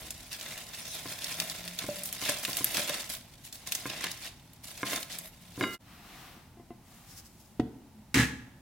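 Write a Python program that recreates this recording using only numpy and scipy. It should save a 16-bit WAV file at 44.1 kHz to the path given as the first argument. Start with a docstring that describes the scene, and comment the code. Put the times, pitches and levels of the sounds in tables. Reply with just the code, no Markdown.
"""Fresh spinach is pressed into the plastic bowl of a chopper on a kitchen counter. The leaves crinkle by many
tiny fractures, stems snap, and wet leaves squeak by stick-slip friction. Finger bumps excite the bowl's modes;
the bowl is jolted and a dish rings. Then the scene changes with a brief dip in level: a sleeve swishes as an
egg is taken from a plate, tapped once on the counter and cracked on it by brittle fracture of the shell. The
kitchen reverberates, and room tone with a faint low drone lies underneath."""
import sys
import numpy as np
from scipy import signal
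from scipy.io import wavfile

SR = 44100
rng = np.random.default_rng(int(sys.argv[2]) if len(sys.argv) > 2 else 0)


def store_wav(level_fs):
    """Save 16-bit WAV to argv[1]."""
    pcm = np.round(np.clip(np.atleast_2d(level_fs), -1, 1) * 32767)
    wavfile.write(sys.argv[1], SR, pcm.T.astype(np.int16))


N = 379682
TIME = np.arange(N) / SR
SCENE_CHANGE_S, CRACK_S = 5.78, 8.1425
CUTOFF_HZ = 16200

# Levels are relative: each source applies its own overall gain.
# noise spectra: frequency_hz, density_db
ROOM_SPECTRUM = [(25, -1), (55, -2.5), (110, -1), (170, -5.5), (260, -5), (380, -23), (600, -17),
                 (850, -18.5), (1200, -23.5), (2000, -25.5), (4000, -27.5), (15500, -33)]
CLOTH_SPECTRUM = [(350, -7.5), (520, -12), (760, -9), (1250, -2), (2500, -3.5), (4500, -7.5), (8000, -16),
                  (15500, -13.5)]
CUFF_SPECTRUM = [(1200, -16), (3500, -8.5), (5500, -4), (8000, -2.5), (12000, -8), (15500, -6)]
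CRUNCH_SPECTRUM = [(500, -18), (850, -11), (1100, -8.5), (1800, -0.5), (2500, -3.5), (3500, -6),
                   (5000, -9.5), (7500, -9.5), (11000, -17), (15500, -23.5)]
LEAF_SPECTRUM = [(300, -10), (900, -14.5), (1800, -7), (3000, -1), (4500, -2), (7000, -4.5), (11000, -5.5),
                 (15500, -11)]
# likeness of left and right: frequency_hz, correlation
COHERENCE = [(60, 1), (300, 0.91), (600, 0.85), (1200, 0.67), (2500, 0.66), (5000, 0.19), (14000, 0.31)]
# reflections from counter and wall: delay_ms, level_db
NEAR_ECHOES = [(1.12, -5.5), (2.5, -13), (3.7, -12)]
# a faint low drone coming and going: peak_s, length_s, pitch_hz, glide_hz_per_s, level_db
DRONE_SWELLS = [(1.65, 1.5, 174, 19.5, -53), (4.358, 0.86, 169, -6.5, -60.5), (5.601, 1.14, 176, 8, -60),
                (7.949, 0.93, 214.7, -8.5, -59)]

# modes of struck bodies: pitch_hz, level_db, t60_s
PLATE_MODES = [(128, -17, 0.16), (242.2, -4.5, 0.068), (340, -2.5, 0.06), (701, -4.5, 0.11),
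               (1040, -13, 0.17), (2030, -8, 0.16), (2710, -6, .06)]
COUNTER_MODES = [(71, -29.5, 0.52), (123.7, -12, 0.23), (154, -24, 0.33), (200, -15, 0.2),
                 (235.7, -14, .19), (273, -16.5, 0.27), (257.7, -15, 0.2), (298, -5, 0.049),
                 (446, -25, 0.35), (726, -16, 0.13), (1290, -16, 0.016), (1900, -16, 0.055)]
DISH_MODES = [(1375, -4.5, 1), (2063, -6.5, 0.77), (2880, -3, 0.64), (3775, 0, 0.15), (4780, -5, .1),
              (7070, -7, 0.11)]
BOWL_MODES = [(128.7, -15.5, 0.2), (201, -18.5, 0.26), (289, -5.5, 0.054), (345, -16, 0.11),
              (399.7, -21.5, 0.11), (495, -13, 0.059), (686, -10, 0.024), (1049, -4, 0.07),
              (1193, -9, 0.049), (1410, -2, 0.027), (1616, 0.5, 0.03), (2144, 2, 0.031), (2900, -9, .03)]
CAVITY_MODES = [(207, -9.5, 0.061), (586, 3.5, 0.089), (620, -16, .12)]
# impacts: start_s, level_db, contact_ms
PLATE_NUDGES = [(6.366, -41.5, 2.9), (6.572, -43.5, 1.3), (6.598, -38.5, 1.6), (6.706, -33, 1.3)]  # the egg nudging its plate
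COUNTER_KNOCKS = [(7.5958, -17.5, 1.9), (7.599, -16, 0.97), (7.603, -20.5, 3), (8.144, -22, 3.6),
                  (8.157, -17.5, 3.1), (8.171, -8, 4.05), (8.197, -10, 5.7)]  # egg and hand striking the counter
DISH_CLINKS = [(5.608, -42, 0.17), (5.626, -34, 0.14)]
FINGER_BUMPS = [(1.057, -29, 1.4), (1.841, -29.5, 1.1), (1.885, -24, 2.6), (2.224, -32.5, 0.98),
                (2.292, -27.5, 0.94), (2.483, -29, 1.2), (2.608, -27.5, 1.2), (2.755, -32, 1),
                (2.895, -30.5, .5), (3.856, -25.5, 0.76), (4.040, -33, 0.22), (4.831, -22.5, 0.51),
                (4.932, -31.5, 0.38), (5.577, -24, 2.6), (5.610, -24.5, 0.28), (5.617, -27, 1.3),
                (5.638, -22, 0.38)]
CAVITY_POPS = [(1.889, -23, 1.7), (2.295, -32.5, .6), (2.795, -36.5, 0.59), (2.898, -32.5, 0.75)]  # hollow pops of the bowl
# resonances driven by noise: pitch_hz, width_hz, level_db
NOOK_PEAKS = [(720, 64, 1.5), (1236, 100, -3), (159, 124, -1)]  # the nook between counter and wall
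SHELL_PEAKS = [(1694, 40, 6.5), (1770, 60, 3.5), (1900, 110, 1), (2070, 140, -1), (2460, 230, -7.5),
               (1270, 120, -8), (870, 37, -6.5)]  # the breaking eggshell
SHUDDER_PEAKS = [(116, 22, -9), (200, 17, -8.5), (236.6, 21, -5), (273, 20, -3), (446, 45, -15)]  # the counter under the crushed shell
RUBBED_BOWL_PEAKS = [(177, 110, -0.5), (330, 186, -2.5), (660, 118, 3.5), (1048, 52, 1), (1368, 160, -2.5),
                     (1680, 95, -0.5), (2060, 350, 0), (2880, 500, -6), (3605, 160, .5)]
# swells of grainy noise: peak_s, length_s, pitch_hz, width_hz, level_db
RUMBLE = [(.03, .45, 50, 50.5, -53)]  # a soft rumble at the outset
SHELL_CHAFES = [(7.116, 0.067, 5400, 500, -59.5), (7.182, 0.045, 5360, 500, -53),
                (7.265, .03, 5300, 400, -59.5), (7.41, 0.031, 5350, 398, -65),
                (7.456, 0.02, 5240, 400, -67)]  # fingertips on the egg
FOOT_JUDDER = [(5.625, .05, 335, 80, -32.5), (5.64, .06, 240, 40, -38), (5.68, .07, 395, 90, -47)]  # the bowl's foot on the counter
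LEAF_SQUEAKS = [(.80, 0.076, 9400, 400, -51), (.87, 0.18, 5430, 300, -49.5), (.90, .14, 6200, 300, -49.5),
                (.94, .14, 3700, 300, -47.5), (.92, .08, 9400, 400, -52), (2.265, 0.072, 2950, 1800, -36.5),
                (4.26, 0.069, 3600, 2500, -45.5), (4.873, .02, 3100, 2200, -35.5),
                (5.123, 0.044, 4240, 3000, -41.5), (5.26, 0.075, 11700, 350, -51)]  # wet leaves sliding

# the arm reaching out and drawing back: peak_s, length_s, sleeve_db, cuff_db
ARM_SWEEPS = [(5.93, 0.18, -58, -76), (6.19, 0.43, -53, -64), (6.953, 0.21, -63, -59.5),
              (7.127, 0.23, -61.5, -57.5), (7.39, 0.39, -78, -63.5)]
# steady rustle of the held leaves: time_s, level_db
GRIP = [(0.0, -45.5), (0.25, -53), (1.37, -42), (1.85, -47), (2.78, -38), (3.01, -40.5), (3.2, -59),
        (3.47, -60.5), (3.88, -44), (4.11, -46), (4.35, -63.5), (4.64, -64.5), (4.81, -47), (5.04, -57),
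        (5.26, -64.5), (5.63, -51.5), (5.74, -63)]
# fingers crushing leaves: start_s, hold_s, level_db, tilt_db_per_octave, relative_rubbing_db
PUSHES = [(0.303, 0.043, -40, -2, -28), (0.384, 0.13, -45.5, -2, -7), (0.546, 0.062, -45, -1.5, -6.5),
          (0.728, 0.067, -46, -1, -10), (0.918, 0.037, -42.5, 1, -10), (1.077, 0.036, -37, 0, -10),
          (1.20, .13, -42, -1.5, -13), (1.374, 0.051, -38.5, 3.5, -2.5), (1.78, .06, -45.5, -0.5, -0.5),
          (1.93, 0.074, -42.5, -0.5, -11.5), (2.028, 0.043, -41, 10, -13), (2.204, 0.098, -35.5, 0, -8),
          (2.274, 0.026, -30.5, -3.5, -10), (2.464, .03, -40, 4, -11), (2.55, .08, -38.5, 3, -10),
          (2.739, 0.06, -32, 0, -6), (2.873, 0.078, -38.5, -4, -4.5), (3.087, 0.067, -38, 2.5, -11.5),
          (3.435, 0.019, -43.5, 2.5, -31), (3.518, 0.04, -46.5, 3.5, -13), (3.658, 0.023, -41.5, -2, -6),
          (3.708, 0.068, -41.5, 3, -8), (3.874, 0.13, -45.5, -8, -3.5), (4.024, 0.037, -33.5, -7, -12.5),
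          (4.21, 0.064, -42, -2, -7.5), (4.627, 0.1, -47.5, 2, -10.5), (4.846, 0.068, -40, 0.5, -3.5),
          (4.912, 0.064, -40.5, 2, 2), (4.994, 0.0099, -39, 7, -18), (5.092, 0.056, -42, -1, -7),
          (5.165, 0.095, -49.5, 1.5, -5.5), (5.56, 0.26, -49, 2, -8)]
# stems and leaf ribs breaking: start_s, level_db, pitch_hz, tear_ms
STEM_SNAPS = [(0.1055, -22.5, 8550, 5.3), (0.3293, -24.5, 4730, 4.5), (0.411, -25.5, 3600, 5.2),
              (0.5774, -27, 2860, 4), (1.2426, -21, 4840, 4.9), (1.4003, -12, 4420, 3.1),
              (1.498, -21.5, 4650, 4), (1.6774, -24, 3630, 7.1), (1.7885, -17, 3750, 4),
              (2.0348, -21.5, 11000, 3), (2.0564, -22, 12610, 4), (2.1267, -19.5, 11900, 3),
              (2.2942, -14, 9190, 3.6), (2.4501, -14.5, 2530, 4.4), (2.531, -20, 4500, 4),
              (2.5691, -15, 11300, 4.4), (2.644, -6.5, 12200, 3), (2.7696, -13.5, 3560, 4),
              (2.894, -18, 3654, 4.4), (2.9422, -21, 3300, 4.4), (3.5263, -28, 4400, 4.9),
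              (3.6726, -23.5, 5130, 4), (3.7215, -14, 3540, 5), (3.7504, -16, 6350, 4),
              (4.041, -18.5, 2880, 3.7), (4.115, -22, 4780, 4), (4.5334, -40, 12400, 4),
              (4.9322, -21.5, 2660, 3.2), (4.9604, -19.5, 5320, 4.1), (5.029, -23, 3670, 4),
              (5.1864, -22, 11300, 4)]


def from_db(db):
    """Amplitude ratio of a level in decibels."""
    return 10 ** (np.asarray(db) / 20)


def rms_one(x):
    """Normalisation to unit mean power."""
    return x / np.sqrt(np.mean(x ** 2) + 1e-20)


def at_hz(points, hz):
    """Interpolation on a logarithmic frequency axis."""
    frequencies, values = np.transpose(points)
    return np.interp(np.log(hz), np.log(frequencies), values)


def drift(rate_hz):
    """Random modulation of unit rms, interpolated between Gaussian draws."""
    knots = rng.standard_normal(int(N / SR * rate_hz) + 2)
    return rms_one(np.interp(TIME * rate_hz, np.arange(len(knots)), knots))


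def swell(peak_s, length_s):
    """Gaussian envelope, length_s wide at 1/e of its peak."""
    return np.exp(-np.minimum((2 * (TIME - peak_s) / length_s) ** 2, 50))


def stereo(pair, hz):
    """Partial coherence: two independent signals, as mid and side, are less alike in the treble."""
    alike = np.clip(at_hz(COHERENCE, hz), 0, 1)
    return np.sqrt((1 + alike) / 2) * pair[0] + np.sqrt((1 - alike) / 2) * pair[1] * [[1], [-1]]


def bandpass(x, low_hz, high_hz):
    """Butterworth band-pass filter."""
    return signal.sosfilt(signal.butter(2, [low_hz, high_hz], "band", fs=SR, output="sos"), x)


def resonance(x, hz, width_hz):
    """Damped two-pole oscillator with unit gain at its peak."""
    r = np.exp(-np.pi * width_hz / SR)
    feedback = [1, -2 * r * np.cos(2 * np.pi * hz / SR), r * r]
    return signal.lfilter(np.array([1, 0, -1]) * (1 - r * r) / 2, feedback, x + 1e-18)


def shaped_noise(force, spectrum, flicker_db=0, tilt_db_per_octave=0):
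    """Source and filter: force-modulated noise is weighted in half-octave bands."""
    edges = 23 * 2 ** np.arange(0, 9.6, .5)
    drive = rng.standard_normal((2, 2, N)) * force + 1e-18
    out, power = 0, 0
    for k, (low, high) in enumerate(zip(edges, edges[1:])):
        if high < spectrum[0][0]:
            continue
        hz = np.sqrt(low * high)
        octaves = np.log2(np.clip(hz, 2000, 13000) / 5000)
        gain = from_db(at_hz(spectrum, hz) + tilt_db_per_octave * octaves)
        band = bandpass(stereo(drive[k % 2], hz), low, high)
        out += gain * band * (from_db(flicker_db * drift(220)) if flicker_db else 1)
        power += gain ** 2 * (high - low) / (SR / 2)
    return out / np.sqrt(power)


def resonant_noise(force, peaks):
    """Forced vibration: force-modulated noise drives parallel resonances of alternating sign."""
    drive = rng.standard_normal((2, N)) * force
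    out, power = 0, 0
    for k, (hz, width, db) in enumerate(peaks):
        out += (-1) ** k * from_db(db) * resonance(stereo(drive, hz), hz, width)
        power += from_db(db) ** 2 * np.pi * width / SR
    return out / np.sqrt(power)


def grains(per_s, spread_db, grain_ms, smooth_share):
    """Shot noise: a force of unit rms, made of tiny random fractures over smooth friction."""
    sizes = from_db(spread_db * np.minimum(rng.exponential(1, N), 3))
    impulses = sizes * (rng.random(N) < per_s / SR)
    decay = np.exp(-2000 / (grain_ms * SR))
    energy = signal.lfilter([1], [1, -decay], impulses ** 2 + 1e-18)
    return np.sqrt((1 - smooth_share) * energy / energy.mean() + smooth_share)


def grainy_swells(rows):
    """Irregular pulses drive one resonance per swell, as in stick-slip friction."""
    out = np.zeros((2, N))
    slips = grains(per_s=900, spread_db=4, grain_ms=0.64, smooth_share=0.45)
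    for s, length, hz, width, db in rows:
        near = np.abs(TIME - s) < 2 * length
        drive = stereo(rng.standard_normal((2, near.sum())), hz) * slips[near]
        out[:, near] += from_db(db) * rms_one(resonance(drive, hz, width)) * swell(s, length)[near]
    return out


def struck(impacts, modes):
    """Modal ringing after impact: the longer the contact, the weaker the high modes."""
    force, out = np.zeros(N), np.zeros((2, N))
    for s, db, contact_ms in impacts:
        contact_age = np.arange(SR // 50) / (contact_ms * SR / 1000)
        pulse = contact_age * np.exp(-2 * np.pi * contact_age)
        start = round(s * SR)
        force[start:start + len(pulse)] += from_db(db) * pulse / pulse.sum()
    for hz, db, t60 in modes:
        width = np.log(1000) / (np.pi * t60)
        out += from_db(db) * resonance(force, hz, width) * SR / (2 * np.pi * width)
    return out


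def drone(width_hz=12):
    """Narrow-band noise: random modulation of a gliding tone gives a wavering hum."""
    out, waver = 0, drift(width_hz) + 1j * drift(width_hz)
    for s, length, hz, glide, db in DRONE_SWELLS:
        phase = 2 * np.pi * np.cumsum(hz + glide * (TIME - s)) / SR
        out += from_db(db) * swell(s, length) * np.real(waver * np.exp(1j * phase))
    return out


def room_tone():
    """Ambient noise: a steady floor with three resonances, the drone and an opening rumble."""
    floor = from_db(-56.5) * shaped_noise(1, ROOM_SPECTRUM)
    hum = from_db(-65.5) * resonant_noise(1, [(120, 20, 5), (257, 60, -2.5), (850, 99, -6)])
    return floor + hum + from_db(-1) * drone() + grainy_swells(RUMBLE)


def reverberate(x, wet_db, t60_s, treble_t60_s):
    """Diffuse reverberation: an exponential tail that dies faster in the treble."""
    t, tail = TIME[:SR // 2], 0
    edges = np.geomspace(60, 16000, 9)
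    for low, high in zip(edges, edges[1:]):
        hz = np.sqrt(low * high)
        noise = bandpass(stereo(rng.standard_normal((2, len(t))), hz), low, high)
        band_t60_s = at_hz([(1500, t60_s), (12000, treble_t60_s)], hz)
        tail += noise * from_db(-60 * t / band_t60_s)
    onset = np.clip(t / 0.004 - .5, 0, 1)
    response = rms_one(tail * onset) / np.sqrt(len(t))
    return x + from_db(wet_db) * signal.fftconvolve(x, response, axes=1)[:, :N]


def near_echoes(x, wander=.08):
    """Early reflections from hard surfaces; their delays wander as the leaves move."""
    out, power = x, 1
    for ms, db in NEAR_ECHOES:
        emitted_s = TIME - ms / 1000 * (1 + wander * drift(30))
        index = np.clip(np.round(emitted_s * SR).astype(int), 0, N - 1)
        out = out + from_db(db) * x[:, index]
        power += from_db(db) ** 2
    return out / np.sqrt(power)


def sleeve(chafe_hiss_db=5):
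    """Friction noise: cloth swishes smoothly, while cuff and fingertips brush with a fine grain."""
    swish_power = sum((from_db(db) * swell(s, length)) ** 2 for s, length, db, _ in ARM_SWEEPS)
    brush_power = sum((from_db(db) * swell(s, length)) ** 2 for s, length, _, db in ARM_SWEEPS)
    for s, length, _, _, db in SHELL_CHAFES:
        brush_power += (from_db(db + chafe_hiss_db) * swell(s, length)) ** 2
    texture = grains(per_s=980, spread_db=3, grain_ms=1.566, smooth_share=.6)
    brush = shaped_noise(np.sqrt(brush_power) * texture, CUFF_SPECTRUM)
    cloth = shaped_noise(np.sqrt(swish_power), CLOTH_SPECTRUM)
    nook = resonant_noise(np.sqrt(swish_power), NOOK_PEAKS)
    return from_db(1) * cloth + from_db(-4.5) * nook + from_db(-1.2) * brush


def shell_tick(start_s=7.5975, level_db=-36, decay_s=.007):
    """Heavily damped resonances give the unbroken shell a dry tick when it is tapped."""
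    age = np.maximum(TIME - start_s, 0)
    tap = (age > 0) * np.exp(-age / decay_s)
    peaks = [(650, 270, -10), (1800, 540, 1.5), (3050, 760, 1.5), (4540, 2800, -8.5)]
    return from_db(level_db) * resonant_noise(tap, peaks)


def shell_crack(crush_s=0.071, fade_db_per_s=250):
    """Brittle fracture: the shell breaks, then caves in with a run of cracks that shake the counter."""
    age = np.maximum(TIME - CRACK_S, 0)
    crush = (age > 0) * from_db(-fade_db_per_s * np.maximum(age - crush_s, 0))
    first_break = 1 + 0.74 * np.exp(-age / 0.012)
    force = crush * first_break * grains(per_s=2500, spread_db=1.8, grain_ms=.6, smooth_share=.3)
    crunch = from_db(-28) * shaped_noise(force, CRUNCH_SPECTRUM)
    ring = from_db(-27) * resonant_noise(force, SHELL_PEAKS)
    shudder = from_db(-29) * resonant_noise(force, SHUDDER_PEAKS)
    return crunch + ring + shudder


def bowl():
    """Dispersion of bending waves smears each bump on the thin wall; the cavity rings with hollow pops."""
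    wall = struck(FINGER_BUMPS, BOWL_MODES)
    for hz, width_hz in [(900, 840), (1900, 1500)]:
        wall = wall - 2 * resonance(wall, hz, width_hz)  # all-pass: shifts only the phase
    return wall + struck(CAVITY_POPS, CAVITY_MODES)


def handling(attack_s=0.012, release_db_per_s=380, grip_rubbing_db=-7.5):
    """Incoherent sources add in power: grip and pushes set the rustle, its tilt and the rubbing."""
    grip_db = np.interp(TIME, *np.transpose(GRIP))
    rustle_power = from_db(grip_db + 0.5) ** 2
    rubbing_power = rustle_power * from_db(grip_rubbing_db) ** 2
    weighted_tilt = np.zeros(N)
    for s, hold, db, tilt, rubbing_db in PUSHES:
        near = (TIME > s) & (TIME < s + hold + .5)
        age = TIME[near] - s
        attack = np.minimum(age / attack_s, 1)
        power = (attack * from_db(db - release_db_per_s * np.maximum(age - hold, 0))) ** 2
        rustle_power[near] += power
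        weighted_tilt[near] += power * tilt
        rubbing_power[near] += power * from_db(rubbing_db) ** 2
    return np.sqrt(rustle_power), weighted_tilt / rustle_power, np.sqrt(rubbing_power)


def vein_snaps(rustle, per_s=9, boost_db=11, spread_db=3, centre_hz=4970, tear_ms=3):
    """A random point process: small veins snap in proportion to the rustle; rows as in STEM_SNAPS."""
    rows = []
    for when, size, pitch in rng.random((int(per_s * SCENE_CHANGE_S), 3)):
        s = when * SCENE_CHANGE_S
        db = 20 * np.log10(rustle[int(s * SR)]) + boost_db + spread_db * (2 * size - 1)
        rows.append((s, db, centre_hz * 2 ** (pitch - .5), tear_ms))
    return rows


def stems(snaps, rise_ms=.2, crack_ms=0.28, tear_db=-11, broadband_db=-8, gain_db=-9):
    """Sudden release of stress: a stem gives with a sharp crack and a short tearing."""
    out, ms = np.zeros((2, N)), TIME[:SR // 20] * 1000
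    for s, db, hz, tear_ms in snaps:
        rise = 1 - np.exp(-ms / rise_ms)
        decay = np.exp(-ms / crack_ms) + from_db(tear_db) * np.exp(-ms / tear_ms)
        noise = stereo(rng.standard_normal((2, len(ms))), hz) * rise * decay
        ring = resonance(noise, hz, width_hz=np.clip(0.31 * hz, 2500, 7000))
        snap = bandpass(ring + from_db(broadband_db) * noise, 1500, CUTOFF_HZ)
        onset_rms = snap[:, :SR // 400].std(axis=1, keepdims=True)
        start = round(s * SR)
        out[:, start:start + len(ms)] += from_db(db) * snap / onset_rms
    return from_db(gain_db) * near_echoes(out)


def leaves(rustle, tilt, rubbing):
    """Crackling noise: leaves crinkle in clumps, and their friction drives the bowl's resonances."""
    clumps = rms_one(from_db(1.9 * drift(90)))
    fractures = grains(per_s=490, spread_db=3.5, grain_ms=1, smooth_share=0.56)
    crackle = shaped_noise(rustle * clumps * fractures, LEAF_SPECTRUM,
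                           flicker_db=2, tilt_db_per_octave=tilt)
    slips = grains(per_s=400, spread_db=3, grain_ms=0.88, smooth_share=0.34)
    scrub = resonant_noise(rubbing * clumps * slips, RUBBED_BOWL_PEAKS)
    return from_db(-0.57) * near_echoes(crackle) + from_db(1.4) * scrub


def scene():
    """Superposition: packing the bowl, a brief dip as the scene changes, then the egg, with room tone under
    both."""
    rustle, tilt, rubbing = handling()
    spinach = leaves(rustle, tilt, rubbing) + stems(list(STEM_SNAPS) + vein_snaps(rustle))
    spinach += grainy_swells(LEAF_SQUEAKS)
    packing = spinach + grainy_swells(FOOT_JUDDER) + bowl() + struck(DISH_CLINKS, DISH_MODES)
    packing = reverberate(packing, wet_db=-12.5, t60_s=0.58, treble_t60_s=0.3)
    packing *= from_db([[-.3], [.3]])  # slightly right
    fetching = sleeve() + grainy_swells(SHELL_CHAFES) + struck(PLATE_NUDGES, PLATE_MODES)
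    fetching *= from_db([[.7], [-.7]])  # slightly left
    egg = fetching + struck(COUNTER_KNOCKS, COUNTER_MODES) + shell_tick() + shell_crack()
    egg = reverberate(egg, wet_db=-13, t60_s=0.68, treble_t60_s=0.46)
    # the whole level dips for an instant, and the ringing of bowl and dish ends there
    dip = np.clip(np.abs(TIME - SCENE_CHANGE_S) / 0.028, .25, 1) ** 2
    return dip * (packing * (TIME < SCENE_CHANGE_S) + egg + room_tone())


def record(dry):
    """Band limiting: the microphone thins the deep bass, and the top is cut steeply."""
    thinned = signal.sosfilt(signal.butter(2, 35, "high", fs=SR, output="sos"), dry)
    return signal.sosfilt(signal.ellip(10, .1, 70, CUTOFF_HZ, fs=SR, output="sos"), thinned)


dry = scene()
out = record(dry)
store_wav(out)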